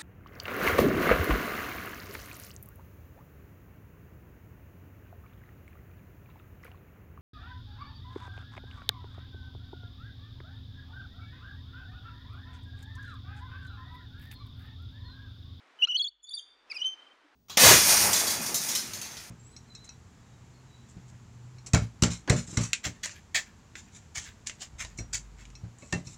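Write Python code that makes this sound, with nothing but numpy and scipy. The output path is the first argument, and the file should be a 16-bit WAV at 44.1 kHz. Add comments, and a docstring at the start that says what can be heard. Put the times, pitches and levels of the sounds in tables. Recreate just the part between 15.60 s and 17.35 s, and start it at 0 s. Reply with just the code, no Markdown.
"""Over faint outdoor hiss, a close lorikeet gives a shrill phrase at 0.2 s. Its syrinx, a self-sustained
oscillator, whistles with overtones, flips between two registers and croaks briefly an octave down.
The hiss sinks and a weak hum enters. A softer twitter follows at 0.6 s, then, as the hiss creeps back,
squeaks with a second croak at 1.1 s and a closing whistle. The surroundings reverberate after each
phrase; last come three far echoes and a faint bump."""
import sys
import numpy as np
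from scipy import signal
from scipy.fft import rfft, irfft
from scipy.io import wavfile
from scipy.ndimage import uniform_filter1d

SR = 44100
rng = np.random.default_rng(int(sys.argv[2]) if len(sys.argv) > 2 else 0)


def pcm_store(signal):
    """Save signal as 16-bit PCM."""
    levels = np.round(np.clip(np.atleast_2d(signal), -1, 1) * 32767)
    wavfile.write(sys.argv[1], SR, levels.astype(np.int16).T)


N = 77175
T = np.arange(N) / SR
BAND_LIMIT_HZ = 15600


def amp(db):
    """Amplitude ratio for a level in decibels."""
    return 10 ** (np.asarray(db) / 20)


def unit_rms(x):
    """Normalisation to unit mean power."""
    return x / np.sqrt(np.mean(x ** 2) + 1e-20)


def wobble(rate_hz):
    """Random modulator: Gaussian noise low-passed at the given rate."""
    hz = np.fft.rfftfreq(N, 1 / SR)
    return unit_rms(irfft(rfft(rng.standard_normal(N)) / np.sqrt(1 + (hz / rate_hz) ** 8), N))


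def gate(start, end, edge_s=.003):
    """Raised-cosine edges limit the spectral splatter of switching on and off."""
    return np.sin(np.pi / 2 * np.clip(np.minimum(T - start, end - T) / edge_s + .5, 0, 1)) ** 2


# Spectral density of the hiss: f/Hz, relative level/dB
HISS_SPECTRUM = [(130, -28), (280, -3.5), (800, -3), (1250, 0), (2200, -4.5), (3600, -11.5), (5500, -18),
                 (9000, -29.5), (12500, -41.5)]
# Envelope of the hiss: t/s, level/dB
HISS_ENVELOPE = [(0, -63), (.22, -62), (.28, -67.5), (.41, -75), (.44, -86), (.62, -83.5), (.73, -73.5),
                 (1.04, -67), (1.12, -59), (1.31, -64.5), (1.42, -60), (1.6, -65)]


def hiss():
    """Spectral shaping of white noise, under a slowly varying envelope."""
    hz, db = np.transpose(HISS_SPECTRUM)
    colour = amp(np.interp(np.log(np.fft.rfftfreq(N, 1 / SR) + 1), np.log(hz), db))
    noise = unit_rms(irfft(rfft(rng.standard_normal(N)) * colour, N))
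    return noise * amp(np.interp(T, *np.transpose(HISS_ENVELOPE)))


def hum(start=.33, hz=45.7, db=-85, decay_db_per_s=9.5):
    """Exponential decay of a low sinusoid that builds up over two cycles."""
    age = T - start
    envelope = amp(db - decay_db_per_s * age) * np.clip(age * hz / 2, 0, 1)
    return np.sqrt(2) * envelope * np.sin(2 * np.pi * hz * T)


def bump(centre_s=1.655, width_s=.014, hz=297, db=-65):
    """A Gaussian tone pulse, heard as a soft bump."""
    envelope = amp(db) * np.exp(-((T - centre_s) / width_s) ** 2)
    return np.sqrt(2) * envelope * np.sin(2 * np.pi * hz * T)


# Frequency response of the surroundings: f/Hz, gain/dB
REVERB_COLOUR = [(3600, 0.5), (4700, -3), (6800, 0.5), (10000, -2.5)]


def reverberation(x, low_t60=.67, treble_t60=.4, early_t60=.23, slap_s=.02):
    """Convolution with dense early reflections, one distinct slap and a tail whose treble dies sooner."""
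    t, hz = T[:SR], np.fft.rfftfreq(SR, 1 / SR)
    noise = rng.standard_normal(SR)
    low = signal.sosfiltfilt(signal.butter(4, 5500, fs=SR, output="sos"), noise)
    tail = low * amp(-60 * t / low_t60) + (noise - low) * amp(-60 * t / treble_t60)
    early = rng.standard_normal(SR) * amp(8 - 60 * t / early_t60)
    response = (tail + early) * (t > .0027)  # delay of the first reflection
    response /= np.linalg.norm(response)
    response[round(slap_s * SR)] += amp(-8)
    colour = amp(np.interp(hz, *np.transpose(REVERB_COLOUR)))
    return signal.fftconvolve(x, irfft(rfft(response) * colour, SR))[:N]


def tone_pulse(start, length, first_hz, last_hz, db):
    """A linear frequency sweep under a half-sine window."""
    progress = np.clip((T - start) / length, 0, 1)
    phase = 2 * np.pi * np.cumsum(first_hz + (last_hz - first_hz) * progress) / SR
    return np.sqrt(2) * amp(db) * np.sin(np.pi * progress) * np.sin(phase)


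# Far echoes of the closing whistle: onset t/s, duration/s, level/dB
FAR_ECHOES = [(1.415, 0.022, -52.5), (1.463, 0.019, -56.5), (1.505, 0.027, -59.5)]


def far_echoes(hz=3110):
    """Distant reflections arrive late and weak, modelled as tone pulses at the closing pitch."""
    return sum(tone_pulse(start, length, hz, hz, db) for start, length, db in FAR_ECHOES)


# Flicks of the voice: onset t/s, duration/s, first f/Hz, last f/Hz, level/dB
REGISTER_FLICKS = [(0.248, 0.014, 3840, 4253, -45), (1.234, 0.019, 4100, 3570, -53.5)]


def flicks():
    """Register transition: as a note ends, the voice glides briefly in the high register."""
    return sum(tone_pulse(*row) for row in REGISTER_FLICKS)


# Croak spectrum at onset, harmonics 1 to 5: relative level/dB
CROAK_HARMONICS = [-3.5, 0.5, -4.5, -6.5, -16]
# Breaks of the voice: onset t/s, duration/s, centre f/Hz, level/dB
VOICE_BREAKS = [(0.2721, 0.013, 1363, -44), (1.122, 0.012, 1330, -53.5)]
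JITTER_RATE_HZ = 466


def croak(start, length, hz, db, rise=.11, jitter=.025, tilt_db=-2.5):
    """Period doubling: the voice cracks to half its pitch in uneven cycles; high harmonics die sooner."""
    progress = np.clip((T - start) / length, 0, 1)
    pitch = hz * (1 + rise * (progress - .5) + jitter * wobble(JITTER_RATE_HZ))
    phase = 2 * np.pi * np.cumsum(pitch) / SR
    harmonics = sum(amp(db + offset + tilt_db * (k - 1.5) * progress) * np.sin(k * phase)
                    for k, offset in enumerate(CROAK_HARMONICS, 1))
    return np.sqrt(2) * gate(start, start + length) * harmonics


def noise_band(db, band_hz=(3150, 6370)):
    """A steady band of rough noise sounds under the phrase, between the voice's harmonics."""
    bandpass = signal.butter(3, band_hz, "bandpass", fs=SR, output="sos")
    return amp(db) * unit_rms(signal.sosfilt(bandpass, rng.standard_normal(N)))


def rasp(tone, phase, depth, rate_hz=190):
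    """Random quadrature modulation broadens a spectral line at about constant power."""
    sidebands = wobble(rate_hz) * np.sin(phase) + wobble(rate_hz) * np.cos(phase)
    return (tone + depth * sidebands) / np.hypot(1, depth)


# Contours of the song: t/s, f/Hz, fundamental level/dB, second-harmonic level/dB, upper level/dB
LOUD_CHIRP = [(.189, 3003, -50, -77.5, -85), (.212, 2977, -42.5, -67.5, -71), (.221, 3087, -31, -65.5, -68),
              (.2245, 2751, -20.5, -46.5, -64.5), (.235, 2880, -17.5, -54, -75.5),
              (.247, 2920, -20, -40.5, -73), (.251, 3136, -25.5, -48, -74.5),
              (.255, 3250, -44.5, -88, -118)]  # first phrase
TRILL = [(.2855, 2916, -34.5, -54.5, -77), (.306, 2996, -27, -54, -84), (.318, 2775, -31.5, -45, -56.5),
         (.324, 3110, -28.5, -59, -84.5), (.334, 2870, -35.5, -60.5, -81.5),
         (.3435, 2860, -37.5, -68.5, -65), (.347, 2937, -25, -45, -79.5), (.359, 3003, -25, -40.5, -72),
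         (.365, 3114, -22, -44.5, -83.5), (.370, 3320, -25, -56, -81)]
WARBLE = [(.369, 4286, -33.5, -77, -80), (.381, 4464, -34.5, -68.5, -71),
          (.3845, 4040, -40.5, -61.5, -82.5), (.388, 4330, -25.5, -61, -75),
          (.392, 3907, -37.5, -61.5, -85), (.396, 3350, -27.5, -55, -71), (.412, 3322, -26.5, -48, -79.5),
          (.419, 3426, -23, -57, -83), (.423, 4450, -34.5, -62.5, -70.5), (.440, 4310, -35, -63, -82),
          (.444, 3470, -29, -49, -82), (.465, 3252, -37, -53, -72), (.476, 3595, -32, -53, -88),
          (.482, 4434, -42.5, -80, -81), (.488, 4453, -38, -66, -84), (.497, 4480, -61.5, -85, -93)]
TWITTER = [(.622, 3513, -84.5, -92, -88), (.638, 3456, -62.5, -54, -63), (.647, 3423, -50.5, -51.5, -66.5),
           (.668, 3600, -67, -86, -91), (.673, 4550, -54, -76, -82), (.682, 3502, -53.5, -75, -75),
           (.688, 3600, -48, -80, -82.5), (.695, 4550, -42.5, -53, -96), (.699, 4620, -56, -54, -99),
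           (.704, 3454, -50.5, -72, -71), (.716, 3440, -45.5, -56.5, -49.5), (.728, 3602, -45, -64, -83),
           (.732, 3650, -40, -71, -87), (.736, 4740, -38.5, -74, -91), (.744, 4637, -31.5, -56, -70),
           (.751, 4606, -40.5, -44, -83), (.761, 4520, -50, -56.5, -88), (.771, 3540, -49.5, -62.5, -91),
           (.779, 3606, -35.5, -64.5, -70), (.784, 3530, -37, -63, -52)]  # second phrase
SCRAPE = [(.785, 3554, -45, -52, -54.5), (.797, 3165, -40.5, -54.5, -53), (.804, 3300, -59, -54.5, -69)]
SQUEAKS = [(1.097, 2610, -66, -61.5, -77.5), (1.105, 2595, -42.5, -42, -78), (1.111, 2485, -48, -46.5, -70),
           (1.118, 2374, -35.5, -31, -56.5), (1.127, 2117, -44, -64.5, -66), (1.134, 2623, -76, -62, -76),
           (1.148, 2811, -47.5, -50, -61.5), (1.158, 2588, -43.5, -49.5, -60), (1.170, 2430, -36, -36, -61),
           (1.179, 2462, -52, -40.5, -74), (1.182, 3078, -46, -72.5, -80.5),
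           (1.200, 2874, -44, -50.5, -56.5), (1.212, 2849, -41, -44.5, -67),
           (1.220, 2980, -27.5, -57.5, -64), (1.230, 3109, -32, -66, -73), (1.241, 3135, -43, -79, -87.5)]  # third phrase
WHISTLE = [(1.242, 3060, -37.5, -68.5, -83), (1.249, 3039, -27, -55.5, -77), (1.262, 3090, -28, -44, -55),
           (1.271, 3105, -28, -40, -51), (1.289, 3090, -37, -55, -71.5), (1.305, 3114, -38, -59.5, -73),
           (1.337, 3083, -42, -63, -75), (1.357, 3070, -62.5, -69, -92)]
# Harmonics 3 to 5: level/dB relative to the contour's upper level
UPPER_HARMONICS = [-8, -8.5, -15]
# Voicing: contour, reverberation gain/dB, rms jitter/%, rms flutter/dB, gain of overtones in the treble gap/dB
# (overtones in this band drop out in the later phrases), noise-band level/dB
SONG = [(LOUD_CHIRP, -33.5, .15, 0.38, 3.3, -79), (TRILL, -34, 0.17, 0.91, 2, -75.5),
        (WARBLE, -28, 0.53, 0.97, 2, -87), (TWITTER, -7.5, 0.49, 2.9, -32, -87.5),
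        (SCRAPE, -11, .6, 1.94, -31, -80), (SQUEAKS, -13, 0.52, 0.43, -28, -65.5),
        (WHISTLE, -17.5, .1, 0.57, -31, -75)]
REGISTER_SPLIT_HZ, TREBLE_GAP_HZ, FLUTTER_RATE_HZ = 3900, (11400, 14500), 102


def syrinx(contour, jitter_percent, flutter_db, treble_gap_db, band_db, slur=.15):
    """Self-sustained oscillation: one harmonic series per register, cross-faded at each flip."""
    times, hz, first_db, second_db, upper_db = np.transpose(contour)
    levels = [first_db, second_db] + [upper_db + offset for offset in UPPER_HARMONICS]
    voice = np.zeros(N)
    for register in (hz < REGISTER_SPLIT_HZ, hz >= REGISTER_SPLIT_HZ):
        if not register.any():
            continue
        share = np.sin(np.pi / 2 * np.interp(T, times, register.astype(float))) ** 2
        own_pitch = np.interp(T, times[register], hz[register])
        pitch = (1 - slur) * own_pitch + slur * np.interp(T, times, hz)  # bends toward the other register
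        jitter = jitter_percent / 100 * wobble(JITTER_RATE_HZ)
        phase = 2 * np.pi * np.cumsum(pitch * (1 + jitter)) / SR
        flutter = amp(flutter_db * wobble(FLUTTER_RATE_HZ))
        for k, level in enumerate(levels, 1):
            in_gap = (k * pitch > TREBLE_GAP_HZ[0]) & (k * pitch < TREBLE_GAP_HZ[1])
            db = np.interp(T, times, level) + treble_gap_db * in_gap
            gain = share * amp(db) * (k * pitch < BAND_LIMIT_HZ)
            tone = np.sin(k * phase) * flutter
            if k > 1:
                tone = rasp(tone, k * phase, depth=.3 if k == 2 else .7)
            voice += uniform_filter1d(gain, size=90) * tone  # 2 ms smoothing avoids clicks
    return (np.sqrt(2) * voice + noise_band(band_db)) * gate(times[0], times[-1])


def scene():
    """Superposition of the bird, its reflections and the background, in one channel."""
    bird = sum(croak(*row) for row in VOICE_BREAKS) + flicks()
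    for contour, reverb_db, *voicing in SONG:
        voice = syrinx(contour, *voicing)
        bird += voice + amp(reverb_db) * reverberation(voice)
    return (hiss() + hum() + bump() + far_echoes() + bird)[None]


def record(dry):
    """Band limiting by a linear-phase low-pass filter."""
    lowpass = signal.firwin(511, BAND_LIMIT_HZ, window=("kaiser", 9), fs=SR)
    return signal.oaconvolve(dry, lowpass[None], "same")


dry = scene()
out = record(dry)
pcm_store(out)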